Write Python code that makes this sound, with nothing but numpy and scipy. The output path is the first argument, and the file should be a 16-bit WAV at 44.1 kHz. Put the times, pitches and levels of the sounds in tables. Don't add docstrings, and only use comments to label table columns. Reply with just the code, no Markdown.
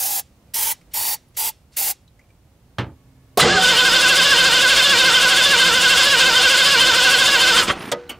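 import sys
import numpy as np
from scipy import signal
from scipy.fft import rfft, irfft, next_fast_len
from scipy.io import wavfile
from scipy.ndimage import uniform_filter1d, map_coordinates

SR = 44100
rng = np.random.default_rng(int(sys.argv[2]) if len(sys.argv) > 2 else 0)


def int16_out(signal):
    q = np.round(np.clip(np.atleast_2d(signal).T, -1, 1) * 32767)
    wavfile.write(sys.argv[1], SR, q.astype(np.int16))


def invert_db(x):
    u = np.asarray(x, float) / 20
    return 10 ** u


N = 361179
T = np.arange(N) / SR

# pitch_hz, level_db_per_hz
YARD = [(15, -26.5), (25, -19.5), (59, -2.5), (126, -6.5), (199, -14.5), (260, -15.5), (400, -22),
        (434, -21.5), (471, -19.5), (1670, -33), (2020, -32.5), (15600, -42)]
# pitch_hz, likeness (0-1)
YARD_ALIKE = [(60, 1), (240, 0.97), (950, 0.8), (3770, 0.14), (15000, 0.25)]
# pitch_hz, level_db
HUM = [(129.2, -58), (263.8, -61.5), (1114, -77), (1723, -80), (2169, -81)]
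HUM_ON_S = 2.94
YARD_DB, RECOVER_S, DUCKED_DB, RECOVER_DB_PER_S = -53.5, 7.92, -6.5, 36

# start_s, level_db, pitch_hz
TICKS = [(.48, -64, 2400), (.812, -50, 2200), (1.28, -62, 11000), (2.077, -55, 4000), (2.192, -50, 2050),
         (2.212, -60, 2300), (2.238, -64, 2400), (2.288, -60, 2300), (2.302, -56, 2400)]
# open_s, shut_s, hiss_db, dribble_before_s
SQUIRTS = [
    (-.1, 0.198, -21.5, 0.0079),
    (0.539, 0.722, -20, .004),
    (.937, 1.145, -21, 0.031),
    (1.368, 1.493, -20.5, 0.028),
    (1.766, 1.913, -20.5, 0.055),
]
# pitch_hz, upper_mode_hz, aim_db
THROAT = [
    (790, 5290, -3),
    (900, 6370, -1.5),
    (865, 4555, 0),
    (870, 4850, -.5),
    (800, 4790, -3.5),
]
# pitch_hz, level_db_per_hz
JET = [(650, -44.5), (1100, -16.5), (1500, -14), (2100, -9.5), (4000, -8), (6000, -6.5), (8300, -4.5),
       (10600, -1), (15600, -2.5)]
# pitch_hz, level_db_per_hz
SPLASH = [(120, -4.5), (250, -5.5), (450, 1), (700, 2), (1100, -13), (2000, -38)]
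OPEN_S, SHUT_DB_PER_S = .008, 1502
DRIBBLE_DB, FIZZ_DB, FIZZ_DB_PER_S = -34, -28, 218.5
THROAT_DB, UPPER_DB, UPPER_GROWS = -34.5, -34, 1.8

# start_s, peak_db
BLOWS = [
    (2.784, -12),
    (3.373, -3.5),
    (7.916, -5),
    (8.092, -20),
]
# pitch_hz, level_db, t60_s
RINGS = [
    [(122, 2, 0.38), (312, -10, 0.34), (864, -13, 0.26), (1115, -17, 0.15), (1180, -16, 0.18),
     (1250, -17, 0.27)],
    [(688, -4.5, 0.093), (1095, -11.5, 0.18), (1496, -9, 0.015)],
    [(358, -26, 0.9), (484, -10, 0.48), (570, 0, 0.14), (756, -22, 0.25), (916, -13, 0.17),
     (970, -8, 0.054), (1250, -9, 0.17), (1980, -11.5, 0.13), (2170, -15.5, 0.09), (3620, -1, 0.04)],
    [(810, -7.5, 0.084), (1170, -13.5, 0.4), (1590, -16, 0.175), (1850, -14, 0.12), (2230, -4, 0.18),
     (2880, -12, 0.176), (3000, 9, 0.063), (3240, -1, 0.086)],
]
# pitch_hz, level_db_per_hz
CRASH = [
    [(35, -32), (60, 5.5), (144, -6.5), (526, -16.5), (1790, -17), (2470, -22.5), (3050, -19.5),
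     (15000, -58)],
    [(120, -44), (200, -11), (721, -1.5), (1330, -24), (4090, -20), (5450, -22.5), (15000, -25)],
    [(29, -45), (50, -15), (359, -16), (623, -3.5), (1060, -19.5), (1670, -11), (2510, -16.5),
     (2970, -14.5), (6730, -11.5), (15600, -29)],
    [(120, -40), (200, -5), (814, -11), (995, -15), (1490, -7), (1690, -18), (2970, 0), (3700, -17.5),
     (15600, -13)],
]
# pitch_hz, t60_s
DYING = [
    [(100, 0.46), (1000, .22), (8000, 0.11)],
    [(300, 0.1), (2000, 0.14), (8000, 0.11)],
    [(300, 0.23), (700, 0.11), (2000, 0.08), (8000, 0.037)],
    [(300, 0.42), (3000, 0.15), (10000, 0.069)],
]
# start_s, level_db, pitch_hz, t60_s, rise_s
KNOCKS = [(3.374, -23, 400, 0.088, .002), (3.418, -14, 168, 0.16, 0.0047), (3.424, -7.5, 478, 0.078, .003),
          (3.436, -15, 850, 0.12, 0.0024), (3.408, -2, 4000, .05, .003), (3.415, -7, 2000, 0.12, .004),
          (3.455, -6, 474, 0.1, 0.0026), (3.475, -10, 353, 0.12, .004), (3.572, -13, 754, 0.29, 0.0088),
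          (6.4, -21, 780, .1, .004), (7.725, -19.5, 760, 0.091, .004), (7.801, -34, 850, .04, .001),
          (7.803, -38, 3220, .04, .001), (7.82, -38, 5200, .04, .001), (7.837, -32, 2950, 0.032, 0.00095),
          (7.853, -36, 3150, 0.034, .001), (3.535, -13, 410, .2, .015), (3.535, -14, 1235, .2, .015),
          (3.52, -17, 4200, .14, .01), (3.608, -15, 3600, .15, .004), (7.675, -23, 3500, 0.13, .005),
          (7.69, -16, 3150, 0.088, .004), (7.705, -15, 3200, 0.055, 0.0037), (7.61, -16, 1290, .12, .004),
          (6.8, -23, 3600, .1, .004), (7.735, -37, 2580, 0.18, .004), (7.92, -19, 3300, .05, 0.00198),
          (7.855, -38, 2350, 0.16, .003), (8.12, -40, 2230, 0.18, .004), (7.93, -51, 1500, 1.2, .01),
          (8.077, -49, 4130, 0.036, .001), (8.094, -31, 8700, .04, 0.00082), (8.11, -35, 4440, 0.044, .001),
          (8.112, -48, 4500, 0.16, .004)]

# time_s, level_db
BLEED = [(7.74, -29), (7.78, -36), (7.81, -37), (7.89, -38.5), (7.97, -44), (8.19, -56)]
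# pitch_hz, level_db_per_hz
BLEED_COLOUR = [(35, -35), (60, -6.5), (290, 1), (462, -7), (1350, -7), (3080, -15.5), (6000, -25),
                (15600, -51)]
# start_s, level_over_leak_db
CHATTER = [(7.803, -31.5), (7.82, -36), (7.837, -35), (7.853, -35), (7.872, -39), (7.888, -40)]
CHATTER_DB, CHATTER_S = 33.5, 0.0043
# start_s, highest_s, end_s, top_hz, bend_share
WHISTLES = [(7.768, 7.818, 7.912, 9850, 1), (7.812, 7.83, 7.89, 11950, .1),
            (7.805, 7.81, 7.905, 14150, .75), (7.783, 7.81, 7.818, 11500, .1), (7.73, 7.73, 7.775, 8500, 2)]
WHISTLE_DB, HIGHER_DB = -53.5, -4
BEND_UP, BEND_DOWN = 80, 215

# fastest_s, fast_tooth_hz, slowest_s, slow_tooth_hz, seal_db
RUN_UP = [
    (3.535, 565, 3.612, 455, 0),
    (3.638, 503, 3.665, 492, -3),
    (3.7, 521, 3.752, 440, -2),
    (3.797, 513, 3.838, 490, -2),
]
# fastest_share, fast_tooth_hz, slowest_share, slow_tooth_hz, seal_db
CYLINDERS = [(.001, 525, .066, 489, 1), (.13, 549, .19, 496, 2), (.25, 555, .32, 490, 2),
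             (.378, 559, .435, 505, 1.8), (.503, 573, .552, 552, -1.4), (.588, 568, .686, 464, .4),
             (.742, 536, .793, 502, -3), (.85, 538, .93, 450, -1.3)]
# cycle_share, level_db, width_s
TORQUE = [(0.033, -1, 0.01), (.082, -1.5, 0.0039), (0.146, 0, 0.011), (0.186, -0.5, 0.0089),
          (.288, -1.5, 0.02), (0.407, -1.5, 0.015), (.52, -4.5, 0.011), (0.634, 0.5, 0.022),
          (.755, -3.5, .011), (0.791, -4.5, 0.0078), (0.875, -1.5, 0.025), (.95, 1, 0.014)]
FIRST_CYCLE_S, CYCLE_S, SLOWS_S = 3.953, .6013, .0014
SPIN_S, SPIN_HZ = 3.44, 430
SEATED_S, SEATING_S, LOOSE_DB = 3.615, 0.049, -2
BREAKAWAY_S, BREAKAWAY_DB = 3.51, -3
KEY_OFF_S, COAST_DB_PER_S, COAST_HZ_PER_S = 7.605, 394.5, 2700

# start_s, rise_s, t60_s
JOLTS = [
    (3.402, 0.015, 0.096),
    (3.449, 0.1, 0.62),
    (7.595, 0.087, 0.33),
    (7.684, 0.017, 0.1),
    (7.702, 0.022, 0.12),
]
# grind_db, thud_db, rattle_db, clatter_db
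SHAKEN = [
    (-18, -38, -6, -18),
    (-63, -17.5, -52.5, -20.5),
    (-30, -28.5, -29.5, -21),
    (-22.5, -31, -32, -29.5),
    (-40, -21, -52.5, -21),
]

# multiple_of_tooth_rate, level_db
MESH = [(1 / 3, -27), (2 / 3, -23), (1, -11), (2, -12), (3, -3), (4, -14.5), (5, -8.5), (6, -9), (7, -11),
        (8, -15), (9, -17), (10, -25)]
# multiple_of_tooth_rate, level_db
LOOSE_MESH = [(0.7, -14), (7 / 3, -12), (11 / 3, -15)]
SOFT_HZ, SOFT_SPAN_HZ = 470, 50
WEAR_DB, WEAR_SPOTS = 2.5, 60
# pitch_hz, level_db_per_hz
GRIND = [(500, -49), (900, -16.5), (1500, 1.5), (1900, -11), (2400, -6), (3200, -0.34), (4500, -3.5),
         (6000, -10.5), (8000, -14), (12000, -43.5)]
# pitch_hz, level_db_per_hz
RUMBLE = [(59, -40), (100, -11), (258, -8.5), (343, -10), (386, -12), (533, -0.5), (689, -8), (900, -14),
          (1170, -65), (1980, -120)]
# pitch_hz, level_db_per_hz
RATTLE = [(2000, -29), (4000, -3.5), (7000, 2), (10000, 1.5), (12000, -6.5), (15700, -14.5)]
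# pitch_hz, level_db_per_hz
SHAKE = [(18, -15), (35, 2), (55, -5), (90, -4), (140, -44.5)]
# pitch_hz, level_db_per_hz
THUD = [(30, -40), (60, -6), (110, -6.5), (250, -4), (345, -6.5), (450, -2.5), (750, -8), (1100, -39),
        (2000, -64)]
# pitch_hz, level_db_per_hz
CLATTER_COLOUR = [(500, -32.5), (900, -2.5), (1300, 9.5), (2100, 0), (3500, -0.5), (6000, -42)]
# pitch_hz, level_db_per_hz
BRUSHES = [(5000, -29), (9000, -10), (12000, 0), (15800, -6)]
GRIND_DB, RUMBLE_DB, RATTLE_DB, WHINE_DB, BRUSH_DB = -19.5, -31.5, -29, -17.5, -38.5

# pitch_hz, width_hz, level_over_plain_db
HOUSING = [(2076, 30, 2), (2104, 130, 9.5), (2676, 63, 4.5), (2790, 80, 9), (2914, 43, 8), (2330, 50, 8),
           (1900, 46, 8.5), (1497, 17, 5.5), (1580, 350, 6.5), (1805, 100, -5.5), (2260, 70, -5.5),
           (3100, 39, 9.5), (3204, 46, 3.5), (3320, 50, 3), (3568, 94, 9.5), (3450, 40, 6), (4206, 43, 11),
           (4460, 35, 6.5), (4710, 40, 10), (4925, 32, 13.5), (5023, 40, 14), (4800, 30, 9),
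           (4070, 30, 4.5)]
# pitch_hz, width_hz, level_over_plain_db
PANELS = [(177.3, 3, 11.5), (343, 5, 9.5), (480.5, 6.3, 5.5), (760, 7, 15.5), (947, 22, 9),
          (1019, 12, 10.5), (1114, 44, 6.5), (1444, 43, -42), (2445, 79, 8.5)]
# pitch_hz, width_hz (unused), level_db
RING_GEAR = [(5540, 56, 0), (5840, 82, -1), (6420, 48, -4), (6780, 160, -2), (7040, 90, -4), (7340, 75, -2),
             (7630, 52, -1), (7780, 55, -8), (8560, 74, -5), (9050, 65, -10), (9500, 70, -7),
             (9860, 110, -8)]
# pitch_hz, width_hz, share_taken_out
NULLS = [(979, 18, .6), (1426, 30, 0.36), (1980, 40, 0.46), (2256, 50, 0.38), (2440, 80, .35),
         (3670, 46, 0.24), (4010, 110, .45), (4300, 50, 0.71), (5100, 70, .3), (5510, 60, .4),
         (5690, 60, .55), (6020, 37, .5)]
# cycle_share, pitch_hz, level_db
SINGS = [(.01, 3130, -15.5), (.02, 3570, -32), (.03, 5050, -23), (.065, 3380, -26), (.07, 2890, -23),
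         (.09, 4230, -26.5), (.115, 3250, -25), (.135, 2760, -20), (.155, 3130, -21), (.22, 2900, -25),
         (.25, 2700, -19), (.26, 3200, -21), (.29, 3050, -26), (.3, 4450, -27), (.37, 3300, -20),
         (.385, 3050, -27), (.385, 2800, -29), (.39, 4950, -27), (.4, 3600, -20), (.43, 3590, -24),
         (.445, 3090, -19), (.45, 5050, -25), (.495, 3100, -20), (.49, 3590, -17), (.51, 2890, -22),
         (.52, 5050, -31), (.56, 2800, -27), (.585, 3370, -22), (.61, 2790, -26), (.63, 3120, -27),
         (.65, 4950, -30), (.665, 2350, -23), (.665, 1900, -28), (.67, 4220, -26), (.7, 2900, -17),
         (.73, 3120, -14), (.74, 3700, -25), (.74, 2650, -22), (.75, 4230, -27), (.77, 3580, -21),
         (.79, 3040, -18.5), (.85, 3180, -20), (.85, 4230, -24), (.85, 2640, -24), (.91, 5030, -23),
         (.915, 3620, -23.5), (.96, 2900, -20), (.98, 3570, -21)]
SING_S, SING_DB, SING_STRAY_HZ = .011, 0.1, 24.9
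BAY_T60_S, BAY_DB, BAY_HZ = .08, 3, 2000
NOISE_RINGS = .65

# pitch_hz, side_minus_mid_db
WIDTH = [(100, -24), (700, -27), (4000, -37), (7000, -21.5), (9500, -9.5), (12000, -7.5), (15600, -7)]
# pitch_hz, left_minus_right_db
LEAN = [(60, -2.5), (380, -0.9), (1500, -1.47), (3000, -1.5), (5000, 0.1), (8000, -1.5), (15000, -1.5)]
# pitch_hz, left_lead_radians
LEAD = [(0, 0), (9220, 0.1), (9820, 0.4), (10900, 0.1), (12500, 0.6), (12900, 0.4), (16500, -0.0)]
CEILING, TOP_HZ = .6, 15850


def unit(x):
    return x / np.sqrt(np.mean(x ** 2) + 1e-20)


def along(points, hz):
    f, v = np.transpose(points)
    return np.interp(np.log(hz + 1), np.log(f + 1), v)


def curves(rows):
    s, *cols = np.transpose(rows)
    return [np.interp(T, s, c) for c in cols]


def wobble(rate):
    coarse = T[::16]
    knots = rng.standard_normal(int(N * rate / SR) + 4)
    return np.interp(T, coarse, map_coordinates(knots, [coarse * rate]))


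def filtered(x, response):
    m = next_fast_len(x.shape[-1] + SR // 4)
    return irfft(rfft(x, m) * response(np.fft.rfftfreq(m, 1 / SR)), m)[..., :x.shape[-1]]


def peak(f, hz, width):
    return 1j * f * width / (hz * hz - f * f + 1j * f * width)


def noise(spectrum, count=N):
    return unit(filtered(rng.standard_normal(count), lambda f: invert_db(along(spectrum, f))))


def gate(start, end, edge):
    return np.clip(np.minimum(T - start, end - T) / edge, 0, 1)


def swells(events, width):
    marks = np.zeros(N + SR)
    marks[(events[0] * SR).astype(int)] = invert_db(events[1])
    u = np.arange(-SR // 10, SR // 10 + 1) / SR
    return signal.fftconvolve(marks, np.exp(-.5 * (u / width) ** 2), "same")[:N]


def cycle_swell(share, at, width_s):
    away_s = ((share - at + .5) % 1 - .5) * CYCLE_S
    return np.exp(-.5 * (away_s / width_s) ** 2)


def yard():
    turn = lambda f: np.arccos(np.clip(along(YARD_ALIKE, f), -1, 1)) / 2
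    both = np.array([noise(YARD), noise(YARD)])
    mid, side = filtered(both, lambda f: [np.cos(turn(f)), np.sin(turn(f))])
    ducked_db = (T > 5) * (DUCKED_DB + RECOVER_DB_PER_S * np.maximum(T - RECOVER_S, 0))
    buzz = sum(np.sqrt(2) * invert_db(db + wobble(10)) * np.sin(2 * np.pi * hz * T) for hz, db in HUM)
    air = invert_db(YARD_DB + wobble(1.5) + ducked_db) * np.array([mid + side, mid - side])
    return air + buzz * gate(HUM_ON_S, 4.0, .01)


def ticks():
    out, t = np.zeros(N), T[:SR // 10]
    for s, db, hz in TICKS:
        shake = rng.standard_normal(len(t)) * gate(0, .04, .001)[:len(t)] * invert_db(6.5 - 60 * t / .06)
        tin = filtered(shake, lambda f: peak(f, hz, 170) + 0.07 * peak(f, 4800, 5000) ** 2)
        out[round(s * SR):][:len(t)] += invert_db(db + 11.5) * tin
    return out


def flow():
    out = np.full(N, 1e-5)
    for start, end, db, lead in SQUIRTS:
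        after = np.maximum(T - end, 0)
        fading = invert_db(-SHUT_DB_PER_S * after) + invert_db(FIZZ_DB - FIZZ_DB_PER_S * after)
        jet = gate(start - OPEN_S / 2, 9, OPEN_S) ** 2 * fading
        out += invert_db(db) * (jet + invert_db(DRIBBLE_DB) * gate(start - lead, end, lead / 2))
    return 20 * np.log10(out)


def throat(hz, upper_hz, aim_db):
    air = rng.standard_normal((2, 2 * SR))
    low = unit(filtered(air[0], lambda f: peak(f, hz, 75) * peak(f, hz, 380)))
    modes = lambda f: sum(gain * peak(f, ratio * upper_hz, 70) for ratio, gain in [(1, 1), (1.5, .33), (1.6, .65)])
    upper = unit(filtered(air[1], modes))
    return invert_db(THROAT_DB + aim_db) * low + invert_db(UPPER_DB + UPPER_GROWS * aim_db) * upper


def spray():
    z = signal.stft(noise(JET), nperseg=1024)[2]
    comb = uniform_filter1d(rng.standard_normal(z.shape), size=3, axis=0)
    comb = uniform_filter1d(comb, size=24, axis=1)
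    hiss = unit(signal.istft(z * invert_db(2.8 * unit(comb)), nperseg=1024)[1][:N])
    flow_db = flow()
    dull = unit(filtered(hiss, lambda f: 1 / (1 + (f / 7000) ** 4)))
    weak = np.clip((-30.0 - flow_db) / 22, 0, 1)
    out = (1 - weak) * hiss + weak * dull + invert_db(-27.5) * noise(SPLASH)
    out *= invert_db(flow_db + 0.84 * wobble(60.13))
    for (start, end, *_), modes in zip(SQUIRTS, THROAT):
        out[:2 * SR] += gate(start, end + 0.023, 0.032)[:2 * SR] * throat(*modes)
    return out


def blows():
    out, t = np.zeros(N + SR), np.arange(SR // 2) / SR
    ring_dbs, crash_dbs = [-8.0, -1.0, -9.0, -10.0], [-5, -6, -4.5, -4.5]
    rises_s = [0.0004, 0.00087, 0.0045, 0.0046]
    rows = zip(BLOWS, RINGS, CRASH, DYING, ring_dbs, crash_dbs, rises_s)
    for (s, db), modes, colour, dying, ring_db, crash_db, rise in rows:
        ring = sum(invert_db(level - 60 * t / t60) * np.sin(2 * np.pi * hz * t) for hz, level, t60 in modes)
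        hz, frames, z = signal.stft(noise(colour, count=len(t)), SR, nperseg=256)
        fading = invert_db(-60 * frames / along(dying, hz)[:, None])
        crash = signal.istft(z * fading, SR, nperseg=256)[1][:len(t)]
        hit = invert_db(ring_db) * ring + invert_db(crash_db) * crash
        out[round(s * SR):][:len(t)] += invert_db(db) * hit * (1 - np.exp(-t / rise))
    out = out[:N] * (1 - gate(HUM_ON_S, 3.37, .004))
    return filtered(out, lambda f: (1j * f / (66 + 1j * f)) ** 4)


def knocks():
    out, t = np.zeros(N + SR), T[:SR // 2]
    for s, db, hz, t60, rise in KNOCKS:
        crack = uniform_filter1d(rng.standard_normal(len(t)), size=7) * invert_db(-60 * t / .02)
        ring = invert_db(-60 * t / t60) * np.sin(2 * np.pi * hz * t) * (1 - np.exp(-t / rise))
        out[round(s * SR):][:len(t)] += invert_db(db) * (ring + crack * (rise < .0025))
    return out[:N]


def leak():
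    out = invert_db(curves(BLEED)[0] + 1.7 * wobble(40) + 1.9 * wobble(220)) * noise(BLEED_COLOUR)
    out *= gate(7.745, 8.3, 0.018)
    s, db = np.transpose(CHATTER)
    out *= 0.92 + swells((s + CHATTER_S, db + CHATTER_DB), width=CHATTER_S)
    for k, (start, top, end, top_hz, bend) in enumerate(WHISTLES):
        steepness = np.where(T < top, BEND_UP, BEND_DOWN * (T - top))
        hz = top_hz * np.clip(1 - bend * steepness * (T - top) ** 2, 0, 1)
        phase = 2 * np.pi * np.cumsum(hz + 100 * wobble(350)) / SR
        level = np.sqrt(2) * invert_db(WHISTLE_DB + min(k, 1.5) * HIGHER_DB + 4 * wobble(150))
        out += level * np.sin(phase) * gate(start, end, .012)
    return out


def cycle_start(k):
    return FIRST_CYCLE_S + k * CYCLE_S + k * (k - 1) / 2 * SLOWS_S


def cycle_share():
    k = np.arange(-1, 8)
    return np.interp(T, cycle_start(k), k) % 1


def singing():
    out, span = np.zeros(N), slice(round(3.6 * SR), round(7.65 * SR), 1)
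    share, fine = cycle_share()[span], np.arange(513) / 512
    stray = 2 * np.pi * np.cumsum(SING_STRAY_HZ * wobble(90))[span] / SR
    sway_db = 2.9 * wobble(45)[span]
    for k, (at, hz, db) in enumerate(SINGS):
        swell = np.interp(share, fine, cycle_swell(fine, at, SING_S))
        on = np.flatnonzero(swell > .02)
        own = (on + 3001 * k) % len(share)
        tone = np.sin(2 * np.pi * hz * on / SR + stray[own])
        out[span][on] += invert_db(db + SING_DB + sway_db[own]) * swell[on] * tone
    return out * gate(3.6, KEY_OFF_S + 0.041, 0.037)


def crank():
    k = np.arange(-1, 7)[:, None]
    start, length = cycle_start(k), CYCLE_S + k * SLOWS_S
    fast, fast_hz, slow, slow_hz, seal_db = np.transpose(CYLINDERS)
    pace = CYCLE_S / length
    columns = [start + fast * length, fast_hz * pace, start + slow * length, slow_hz * pace, seal_db + 0 * pace]
    steady = np.stack(columns, axis=2).reshape(-1, 5)
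    rows = np.r_[RUN_UP, steady[steady[:, 0] > RUN_UP[-1][2]]]
    when = np.r_[SPIN_S, rows[:, [0, 2]].ravel()]
    rate = np.r_[SPIN_HZ, rows[:, [1, 3]].ravel()]
    step = np.interp(T, when, np.arange(len(when)))
    eased = np.floor(step) + (1 - np.cos(np.pi * (step % 1))) / 2
    tooth_hz = np.interp(eased, np.arange(len(when)), rate)
    tooth_hz = tooth_hz - COAST_HZ_PER_S * np.clip(T - KEY_OFF_S, 0, .1)
    load_s = np.r_[BREAKAWAY_S, .42 * rows[:, 0] + .58 * rows[:, 2]]
    load_db = np.r_[BREAKAWAY_DB, rows[:, 4] / 2]
    return tooth_hz, (load_s, load_db), (rows[:, 2] + .022, rows[:, 4])


def torque(loads, share):
    pattern = sum(invert_db(db) * cycle_swell(share, at, width) for at, db, width in TORQUE)
    steady = gate(3.84, 9, .02)
    return 0.18 + steady * pattern + (1 - steady) * swells(loads, width=0.021)


def wear(share):
    fine = np.arange(2048) / 2048
    spots = rng.standard_normal(WEAR_SPOTS)
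    return np.interp(share, fine, map_coordinates(spots, [fine * WEAR_SPOTS], mode="grid-wrap"))


def effort():
    loose = 1 - gate(SEATED_S - SEATING_S / 2, 9, SEATING_S)
    coast_db = -COAST_DB_PER_S * np.maximum(T - KEY_OFF_S, 0)
    grind = invert_db(GRIND_DB + LOOSE_DB * loose + coast_db)
    rattle = invert_db(RATTLE_DB + 3.5 * LOOSE_DB * loose + coast_db)
    held = np.array([grind, 0 * T, rattle, 0 * T])
    jolts = np.array([invert_db(-60 * np.where(T < s, (s - T) / rise / 3, (T - s) / t60)) for s, rise, t60 in JOLTS])
    return invert_db(RUMBLE_DB + coast_db / 4), *(held + invert_db(np.transpose(SHAKEN)) @ jolts)


def bay(x):
    tail = rng.standard_normal(SR // 10) * invert_db(-60 * T[:SR // 10] / BAY_T60_S)
    echo = signal.fftconvolve(x, tail / np.linalg.norm(tail))[:N]
    return x + invert_db(BAY_DB) * filtered(echo, lambda f: (1j * f / (BAY_HZ + 1j * f)) ** 4)


def gear_whine(tooth_hz, turn, load, share):
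    slop = .04 * wobble(250)
    speed = (tooth_hz - SOFT_HZ) / SOFT_SPAN_HZ
    impact = (.6 + .25 * load) * (.3 + .7 * gate(3.6, 9, .05))
    whine = np.zeros(N)
    for k, db in MESH:
        if k == 3:
            drive = load * np.clip(speed + .5, .5, 1)
            flutter_db = 1.1 * wobble(90)
        else:
            drive = impact * (np.clip(speed, .35, 1) if k > 4 else 1)
            flutter_db = wobble(60) + WEAR_DB * wear(share)
        whine += drive * invert_db(db + flutter_db) * np.sin(k * (turn + slop) + rng.uniform(0, 6.6))
    loose = sum(invert_db(db + 1.5 * wobble(65)) * np.sin(k * turn) for k, db in LOOSE_MESH)
    whine += gate(3.8, 3.61, 0.026) * loose
    return whine * gate(3.465, 9, .03) * gate(0, 7.65, .07)


def gear_noise(turn, overrun):
    rumbling, grinding, thudding, rattling, clattering = effort()
    grind = noise(GRIND) * (1 + 0.14 * np.cos(turn)) * invert_db(wobble(40)) * overrun ** 0.052
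    rattle = noise(RATTLE) * overrun * invert_db(1.6 * wobble(500))
    gear = grinding * grind + rumbling * noise(RUMBLE) + rattling * rattle
    gear += invert_db(-45) * noise(SHAKE)
    gear += invert_db(BRUSH_DB) * gate(3.55, KEY_OFF_S + .1, .1) * noise(BRUSHES)
    gear += thudding * noise(THUD)
    gear += clattering * invert_db(3 * wobble(120)) * noise(CLATTER_COLOUR)
    return gear * gate(3.38, 7.79, 0.012)


def body(f, high_share, middle_share):
    out = 1
    for hz, width, db in PANELS + HOUSING:
        share = high_share if hz > .9 * BAY_HZ else middle_share if hz > 1500 else 1
        out = out + (invert_db(db * share) - 1) * peak(f, hz, width)
    return out


def starter():
    tooth_hz, loads, overruns = crank()
    share = cycle_share()
    load = torque(loads, share)
    overrun = .2 + swells(overruns, width=.013)
    turn = 2 * np.pi * np.cumsum(tooth_hz) / SR
    whine = bay(invert_db(WHINE_DB) * gear_whine(tooth_hz, turn, load, share))
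    both = np.array([gear_noise(turn, overrun), whine])
    rim = lambda f: 1 + sum(1.4 * peak(f, hz, 60) for hz, _, _ in RING_GEAR)
    nulls = lambda f: np.prod([1 - min(cut, .9) * peak(f, hz, width) for hz, width, cut in NULLS], axis=0)
    path = lambda f: np.array([body(f, NOISE_RINGS, .2), body(f, 1, 1)]) * (rim(f) * nulls(f))
    return filtered(both, path).sum(axis=0)


def scene():
    near = ticks() + spray() + blows() + knocks() + leak() + singing() + starter()
    scatter = rng.standard_normal(SR // 20) * invert_db(-60 * T[:SR // 20] / .05)
    side = signal.fftconvolve(near, scatter / np.linalg.norm(scatter))[:N]
    side = filtered(side, lambda f: invert_db(along(WIDTH, f)))
    return np.array([near + side, near - side]) + yard()


def roll_off(x):
    return signal.sosfilt(signal.butter(12, 17000, fs=SR, output="sos"), x)


def record(dry):
    left = lambda f: invert_db(along(LEAN, f) / 2) * np.exp(.5j * along(LEAD, f) * (f < 7000))
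    x = filtered(dry, lambda f: left(f) ** np.array([[1], [-1]]))
    x = x / (1 + np.abs(x / CEILING) ** 4) ** (1 / 4)
    x = filtered(x, lambda f: invert_db(-40 * (1 + np.tanh((f - TOP_HZ) / 60))))
    return roll_off(x)


dry = scene()
out = record(dry)
int16_out(out)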